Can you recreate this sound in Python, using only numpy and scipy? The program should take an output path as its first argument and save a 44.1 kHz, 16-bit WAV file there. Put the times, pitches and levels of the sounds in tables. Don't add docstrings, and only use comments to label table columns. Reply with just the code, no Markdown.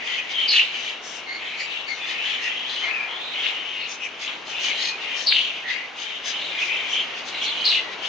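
import sys
import numpy as np
from scipy import signal
from scipy.fft import rfft, irfft, next_fast_len
from scipy.io import wavfile
from scipy.ndimage import uniform_filter1d

SR = 44100
rng = np.random.default_rng(int(sys.argv[2]) if len(sys.argv) > 2 else 0)


def dump_mix(stems):
    frames = np.atleast_2d(stems).T
    limited = np.clip(frames, -1, 1)
    pcm = np.round(limited * 32767).astype(np.int16)
    wavfile.write(sys.argv[1], SR, pcm)


N = 356328
TIME = np.arange(N) / SR

# (start [s], end [s], pitch [Hz], level [dB])
RASP_BOUTS = [(0.0, 0.245, 2500, -32.5), (0.31, 0.503, 2950, -29.5), (0.54, 0.65, 2895, -26),
              (0.712, 0.922, 2980, -31.5), (1.131, 1.22, 3010, -39.5), (1.429, 1.636, 2842, -33),
              (1.692, 1.826, 2800, -31), (2.02, 2.147, 2700, -30.5), (2.18, 2.4, 2827, -29.5),
              (2.429, 2.64, 2744, -32), (2.672, 2.833, 3157, -34), (2.86, 3.03, 2350, -32.5),
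              (3.08, 3.3, 3153, -38.5), (3.368, 3.551, 2896, -28.5), (3.581, 3.937, 2800, -35.5),
              (4.23, 4.334, 3074, -32.5), (4.54, 4.86, 3000, -28.5), (5.03, 5.172, 2772, -30),
              (5.35, 5.472, 3020, -26.5), (5.528, 5.612, 2986, -32), (5.729, 5.84, 2560, -35),
              (6.001, 6.174, 3035, -32), (6.269, 6.534, 3080, -31), (6.549, 6.855, 2720, -29.5),
              (6.88, 7.026, 2902, -28), (7.059, 7.206, 2845, -35.5), (7.359, 7.55, 3050, -29),
              (7.571, 7.79, 3087, -27.5), (8.022, 8.08, 3006, -33.5)]
# (pitch [multiple of the bout's], level [dB], roughness [0-1], left-right [dB])
CHICK_VOICES = [(.78, -6.5, .7, -0.5), (.93, -5, .5, 6), (1.06, -4.5, .55, 3), (1.28, -9.5, .55, 1.5)]
# (start [s], end [s], first pitch [Hz], last pitch [Hz], level [dB], roughness [0-1], left-right [dB])
CHIRP_CALLS = [(0.062, 0.204, 3090, 3120, -30, .55, 5), (0.071, 0.171, 2090, 2142, -32.5, .55, 4),
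               (0.179, 0.208, 2540, 2510, -25.5, .4, 2), (0.346, 0.475, 3190, 3010, -23, .25, 1.5),
               (0.371, 0.411, 2064, 2096, -31.5, .65, 2), (0.819, 0.936, 3120, 3100, -35, .9, 4),
               (1.274, 1.382, 2150, 2170, -31.5, .25, 4), (1.411, 1.491, 1990, 1840, -36.5, 0.4, 2),
               (1.581, 1.658, 2176, 2220, -29, .3, 4), (1.697, 1.82, 3650, 3160, -36.5, .7, 5.5),
               (1.877, 1.939, 2180, 2150, -28, .27, 5), (2.01, 2.058, 3550, 3420, -34, 0.2, 7),
               (2.171, 2.218, 2480, 2420, -31, 0.2, 0), (2.256, 2.361, 3150, 3416, -31, 0.6, 4),
               (2.427, 2.53, 2700, 2660, -28, .4, 2), (2.442, 2.489, 1980, 1925, -30.5, .5, 3.5),
               (2.559, 2.703, 3013, 3340, -32.5, .35, 6), (2.683, 2.78, 3870, 3890, -33.5, .8, 1),
               (2.761, 2.879, 3020, 3050, -31.5, .25, 5), (2.83, 2.915, 2078, 2084, -27.5, .2, 0.5),
               (2.89, 3.054, 2530, 2493, -28.5, .27, 9), (3.07, 3.19, 2760, 3515, -34.5, .5, 4),
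               (3.199, 3.349, 3580, 3720, -31.5, .35, 4), (3.348, 3.431, 3076, 3090, -29.5, .45, 3),
               (3.429, 3.506, 3086, 3104, -25.5, .75, 5.5), (3.53, 3.877, 2950, 2814, -34, .27, 5),
               (3.798, 3.871, 4250, 4140, -37, 0.5, 10), (4.008, 4.08, 2656, 2500, -29.5, .75, 3),
               (4.259, 4.352, 3400, 3630, -36.5, 0.5, 2.5), (4.619, 4.738, 3257, 3213, -27.5, .95, 1.5),
               (4.68, 4.725, 2300, 2230, -29.5, .25, 9), (4.8, 4.91, 4400, 4400, -27, .7, 3.5),
               (4.831, 4.966, 2584, 2443, -32.5, .42, 1.5), (5.08, 5.216, 2798, 2810, -32.5, 0.43, 3),
               (5.42, 5.52, 2970, 2820, -33, 0.7, 2.5), (5.645, 5.724, 1890, 1990, -27, .22, 4),
               (5.689, 5.783, 2198, 2300, -30, .8, 5), (5.78, 5.857, 2055, 1956, -36, .35, -1.5),
               (6.33, 6.404, 3130, 3150, -33, .28, -4), (6.399, 6.533, 3750, 3640, -36.5, 0.5, 0),
               (7.328, 7.393, 3900, 3820, -35, .6, 4), (6.57, 6.65, 2470, 2476, -27.5, 0.3, -4),
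               (6.587, 6.639, 3090, 2840, -26.5, .4, 4), (6.692, 6.781, 2345, 2810, -25, .5, 0.5),
               (6.921, 7.033, 3160, 3134, -24.5, .42, 1), (7.413, 7.532, 3464, 3600, -26, 0.7, 0),
               (7.56, 7.637, 2904, 3080, -32, 0.1, -3.5), (7.775, 7.808, 2113, 2040, -29, 0.2, 1.5),
               (7.82, 7.931, 2004, 1920, -40, .2, 3), (8.023, 8.08, 3016, 2987, -31, 0.5, 8)]
# (start [s], length [s], first pitch [Hz], shrill level [dB], rasp level [dB])
SQUAWK_CALLS = [(0.473, 0.156, 4940, -15.5, -16), (5.261, 0.15, 4520, -15, -20.5),
                (7.64, 0.158, 4700, -15, -22)]
# (frequency [Hz], gain [dB])
THROAT_RESPONSE = [(300, -34), (1100, 3.5), (1500, -2.5), (1950, 0), (3000, 1), (3500, -1.5), (4400, -1.5),
                   (5000, -6), (5650, -7.5), (6300, -9), (7300, -8), (8200, -22), (10000, -35.5)]
# (start [s], end [s], treble level [dB], hoarse lower part against the treble [dB])
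HISS_CALLS = [(0.041, 0.202, -39, -5), (0.298, 0.34, -37, 3), (0.517, 0.595, -31.5, 7.5),
              (0.731, 0.92, -38.5, -1.5), (1.032, 1.192, -34, -11), (1.582, 1.647, -38, -8),
              (1.883, 2.01, -42, 1), (2.069, 2.143, -37, 4), (2.236, 2.336, -40, 7),
              (2.415, 2.496, -34.5, -2), (2.679, 2.9, -41, 6), (3.43, 3.498, -43.5, 11.5),
              (3.886, 3.95, -30.5, -8), (4.02, 4.076, -36.5, -21), (4.204, 4.26, -32, -4),
              (4.468, 4.535, -37, -2), (4.612, 4.697, -28, -4), (4.789, 4.91, -30, -5),
              (5.017, 5.054, -40.5, 6.5), (5.159, 5.26, -29.5, -4), (5.679, 5.737, -39.5, 9.5),
              (5.975, 6.055, -37, -1), (6.254, 6.315, -25.5, -3), (6.589, 6.69, -35, -1.5),
              (6.897, 6.965, -32, -11), (7.161, 7.213, -40, 2.5), (7.258, 7.308, -35, 1.5),
              (7.425, 7.463, -29.5, -15), (7.659, 7.776, -37, -5), (7.913, 7.95, -41.5, 6),
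              (8.031, 8.09, -35.5, 2)]
# (frequency [Hz], relative level [dB])
HISS_SPECTRUM = [(1000, -23), (1800, 2.5), (2700, 1.5), (3600, 7.5), (4400, 1), (5300, -1.5), (6300, 0.5),
                 (7100, -11.5), (7900, -25.5), (9000, -25), (9900, -48)]
# (time [s], level [dB], pitch [Hz])
SNAPS = [(2.974, -23, 2495), (4.278, -14, 3150), (5.2715, -13, 5000), (5.3236, -5, 2300),
         (5.3247, -4.5, 3370)]
# (start [s], end [s], level [dB])
LITTER_MOVES = [(2.051, 2.496, -46), (2.81, 2.944, -36), (2.943, 3.206, -37.5), (3.219, 3.6, -44.5),
                (4.273, 4.335, -38.5)]
# (frequency [Hz], relative level [dB])
LITTER_SPECTRUM = [(200, -29.5), (450, -4), (750, -0.5), (1020, 4), (1250, 0.5), (1700, -0.5), (2500, 3),
                   (6000, -48.5)]
# (time [s], level [dB])
AIR_LEVEL = [(0, -39.5), (1.5, -40.5), (3.5, -39), (4.1, -41), (4.7, -37), (6.15, -41.5), (6.4, -37.5),
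             (8.08, -36)]
# (frequency [Hz], relative level [dB])
AIR_SPECTRUM = [(25, -18.5), (70, -23.5), (120, -15), (160, -8.5), (220, -8.5), (300, -3), (450, -1.5),
                (800, 1), (1300, -1), (1900, -1), (3000, -1.5), (5000, -14.5), (6500, -17.5), (8000, -43.5)]
# (frequency [Hz], level [dB])
HUM_TONES = [(100, -74), (250, -63), (350, -71), (442, -61.5), (800, -62.5)]


def chatter(slide=.035, waver_db=2.0):
    out = np.zeros((2, N))
    for span, gain, pitch_hz in bouts():
        for ratio, voice_db, rough, left_db in CHICK_VOICES:
            sliding_hz = pitch_hz * ratio * np.exp(slide * drift(12, len(gain)))
            voice = syrinx(sliding_hz, rough, overtone_db=-16.0)
            waver = from_db(voice_db + waver_db * drift(16, len(gain)))
            place_in_box(out, voice * gain * waver, span.start, left_db)
    return out


def bouts(fade_s=.075, murmur_hz=2884, murmur_db=-44, swing_db=1.5):
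    calls = [(slice(0, N), from_db(murmur_db + swing_db * drift(5, N)), murmur_hz)]
    for start, end, pitch_hz, level_db in RASP_BOUTS:
        span, shape = swell(start, end, fade_s)
        calls.append((span, np.sqrt(shape) * from_db(level_db), pitch_hz))
    return calls


def syrinx(pitch_hz, rough, overtone_db, wobble=.03, jitter=.15, rasp_db=5.0, throb_db=3.0, rasp_rate=750):
    size = len(pitch_hz)
    bend = wobble * np.sqrt(rough) * drift(200, size) + jitter * rough * drift(1500, size)
    phase = 2 * np.pi * np.cumsum(pitch_hz * np.exp(bend)) / SR
    slaps_db = rasp_db * np.sqrt(rough) * np.tanh(drift(rasp_rate, size))
    stutter_db = throb_db * np.tanh(drift(130, size))
    beats = from_db(slaps_db + stutter_db)
    beats /= np.sqrt(uniform_filter1d(beats ** 2, size=1500))
    hoarse_phase = phase + .4 * drift(600, size)
    overtones = from_db(overtone_db) * (np.sin(2 * hoarse_phase) + from_db(-10) * np.sin(3 * hoarse_phase))
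    return beats * (np.sin(phase) + overtones) * np.sqrt(2)


def chirps(fade_s=.026, arch_db=.5, wander=.01803, beak_hz=4380, loss_db_per_octave=120.5):
    out = np.zeros((2, N))
    for start, end, first_hz, last_hz, level_db, rough, left_db in CHIRP_CALLS:
        span, shape = swell(start, end, fade_s)
        glide_hz = np.interp(TIME[span], [start, end], [first_hz, last_hz])
        octaves_off_beak = np.abs(np.log2(2 * glide_hz / beak_hz))
        overtone_db = np.maximum(-4.5 - loss_db_per_octave * octaves_off_beak, -24)
        note = syrinx(glide_hz * np.exp(wander * drift(30, len(shape))), rough, overtone_db)
        push_db = -arch_db * np.linspace(-1, 1, len(shape)) ** 2
        place_in_box(out, from_db(level_db + push_db) * shape * note, span.start, left_db)
    return out


def squawks(attack_s=.013, release_s=.022):
    out = np.zeros((2, N))
    for start, length, first_hz, shrill_db, rasp_db in SQUAWK_CALLS:
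        span = slice(*np.searchsorted(TIME, [start, start + length + release_s]))
        t = TIME[span] - start
        cry = shrill_voice(t, first_hz, shrill_db) + low_rasp(t, length, rasp_db)
        shape = np.interp(t, [0, attack_s, length - release_s, length + release_s], [0, 1, 1, 0])
        place_in_box(out, shape * cry, span.start, left_db=3.5, direct_db=-4.5, box_db=-5.5)
    return out


def shrill_voice(t, first_hz, level_db, rest_hz=3500, sink_s=.08, hold_s=.047, decay_db_per_s=185):
    pitch_hz = rest_hz + (first_hz - rest_hz) * np.exp(-t / sink_s)
    voice = syrinx(pitch_hz, rough=.6, overtone_db=-23.0, wobble=.035, jitter=.11,
                   rasp_db=3.0, throb_db=2.5, rasp_rate=800)
    return voice * from_db(level_db - decay_db_per_s * np.maximum(t - hold_s, 0))


def low_rasp(t, length, level_db, pitch_hz=2880, full_s=.093, swell_db_per_s=309, pulse_depth=.5):
    voice = syrinx(np.full(len(t), pitch_hz), rough=.7, overtone_db=-20.5, wobble=.0502, jitter=.14,
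                   rasp_db=4.0, throb_db=2.0, rasp_rate=630)
    pulses_per_s = np.interp(t, [0, length], [520, 240])
    pulses = 1 + pulse_depth * np.cos(2 * np.pi * np.cumsum(pulses_per_s) / SR)
    return voice * pulses * from_db(level_db - swell_db_per_s * np.maximum(full_s - t, 0))


def hisses(fade_s=.032):
    out = np.zeros((2, N))
    for start, end, level_db, low_db in HISS_CALLS:
        span, shape = swell(start, end, fade_s)
        tilt = [(4000, level_db + low_db), (5600, level_db)]
        hiss = coloured(grainy(len(shape), HISS_SPECTRUM), tilt)
        place_in_box(out, shape * hiss, span.start, left_db=6.5)
    return out


def hoarseness(level_db=-17.5):
    out = np.zeros((2, N))
    for span, gain, _ in bouts():
        hiss = from_db(level_db) * gain * grainy(len(gain), HISS_SPECTRUM)
        place_in_box(out, hiss, span.start, left_db=7.5, direct_db=-2.5, box_db=-6.5)
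    return out


def snaps(width_s=.00055):
    out = np.zeros((2, N))
    for time_s, level_db, hz in SNAPS:
        span = slice(*np.searchsorted(TIME, [time_s - .004, time_s + .004]))
        t = TIME[span] - time_s
        snap = from_db(level_db) * np.exp(-(t / width_s) ** 2) * np.sin(2 * np.pi * hz * t)
        place_in_box(out, snap, span.start, left_db=5.0)
    return out


def shuffles(fade_s=.03):
    out = np.zeros((2, N))
    for start, end, level_db in LITTER_MOVES:
        span, shape = swell(start, end, fade_s)
        rustle = grainy(len(shape), LITTER_SPECTRUM, grain_db=0.0)
        place_in_box(out, from_db(level_db) * shape * rustle, span.start, left_db=3.5)
    return out


def place_in_box(out, call, start, left_db, direct_db=-4.0, box_db=-3.5):
    response = from_db(box_db) * echoes(t60_s=.025, size=2048)
    response[:, 0] = from_db(direct_db)
    heard = signal.oaconvolve(call[None], response, axes=1)[:, :N - start]
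    heard *= np.sqrt(2 * np.sum(call ** 2) / (np.sum(heard ** 2) + 1e-20))
    out[:, start:start + heard.shape[1]] += heard * pan(left_db)


def echoes(t60_s, size):
    t = np.arange(size) / SR
    response = rng.standard_normal((2, size)) * from_db(-60 * t / t60_s) * (t > .0005)
    return response / np.sqrt(np.sum(response ** 2, axis=1, keepdims=True))


def room_rush(side_db=-6.0):
    level_db = np.interp(TIME, *np.transpose(AIR_LEVEL))
    mid, side = unit_power(coloured(rng.standard_normal((2, N)), AIR_SPECTRUM))
    rush = from_db(level_db) * (mid + from_db(side_db) * side * np.array([[1], [-1]]))
    hum = sum(from_db(db) * np.sqrt(2) * np.sin(2 * np.pi * hz * TIME) for hz, db in HUM_TONES)
    return (rush + hum) * pan(left_db=1.6)


def swell(start, end, fade_s):
    span = slice(*np.searchsorted(TIME, [start - fade_s, end + fade_s]))
    inside_s = np.minimum(TIME[span] - start, end - TIME[span])
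    ramp = np.clip((inside_s + fade_s) / (2 * fade_s), 0, 1)
    return span, np.sin(np.pi / 2 * ramp) ** 2


def grainy(size, spectrum, grain_db=1.0):
    noise = rng.standard_normal(size) * from_db(grain_db * drift(500, size))
    return unit_power(coloured(noise, spectrum))


def drift(rate, size):
    knots = rng.standard_normal(size // 16 + 8)
    return np.interp(np.arange(size) * (rate / SR), np.arange(len(knots)), knots) / np.sqrt(2 / 3)


def coloured(x, spectrum):
    hz, db = np.transpose(spectrum)
    size = next_fast_len(x.shape[-1] + 1024)
    bins_hz = np.maximum(np.arange(size // 2 + 1) * SR / size, 1)
    gain = from_db(np.interp(np.log(bins_hz), np.log(hz), db))
    return irfft(rfft(x, size) * gain, size)[..., :x.shape[-1]]


def pan(left_db):
    return from_db(left_db / 2 * np.array([[1], [-1]]))


def from_db(db):
    return 10 ** (np.asarray(db) / 20)


def unit_power(x):
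    return x / np.sqrt(np.mean(x ** 2) + 1e-20)


def scene(room_db=-9.5):
    voices = coloured(chatter() + chirps() + squawks(), THROAT_RESPONSE)
    nest = voices + hoarseness() + hisses() + snaps() + shuffles()
    room = signal.oaconvolve(nest, echoes(t60_s=.46, size=16000), axes=1)[:, :N]
    return nest + from_db(room_db) * room + room_rush()


def record(dry, cutoff_hz=9800):
    rounded = dry / (1 + dry ** 8) ** (1 / 8)
    return signal.sosfilt(signal.ellip(10, .1, 80, cutoff_hz, fs=SR, output="sos"), rounded)


dry = scene()
out = record(dry)
dump_mix(out)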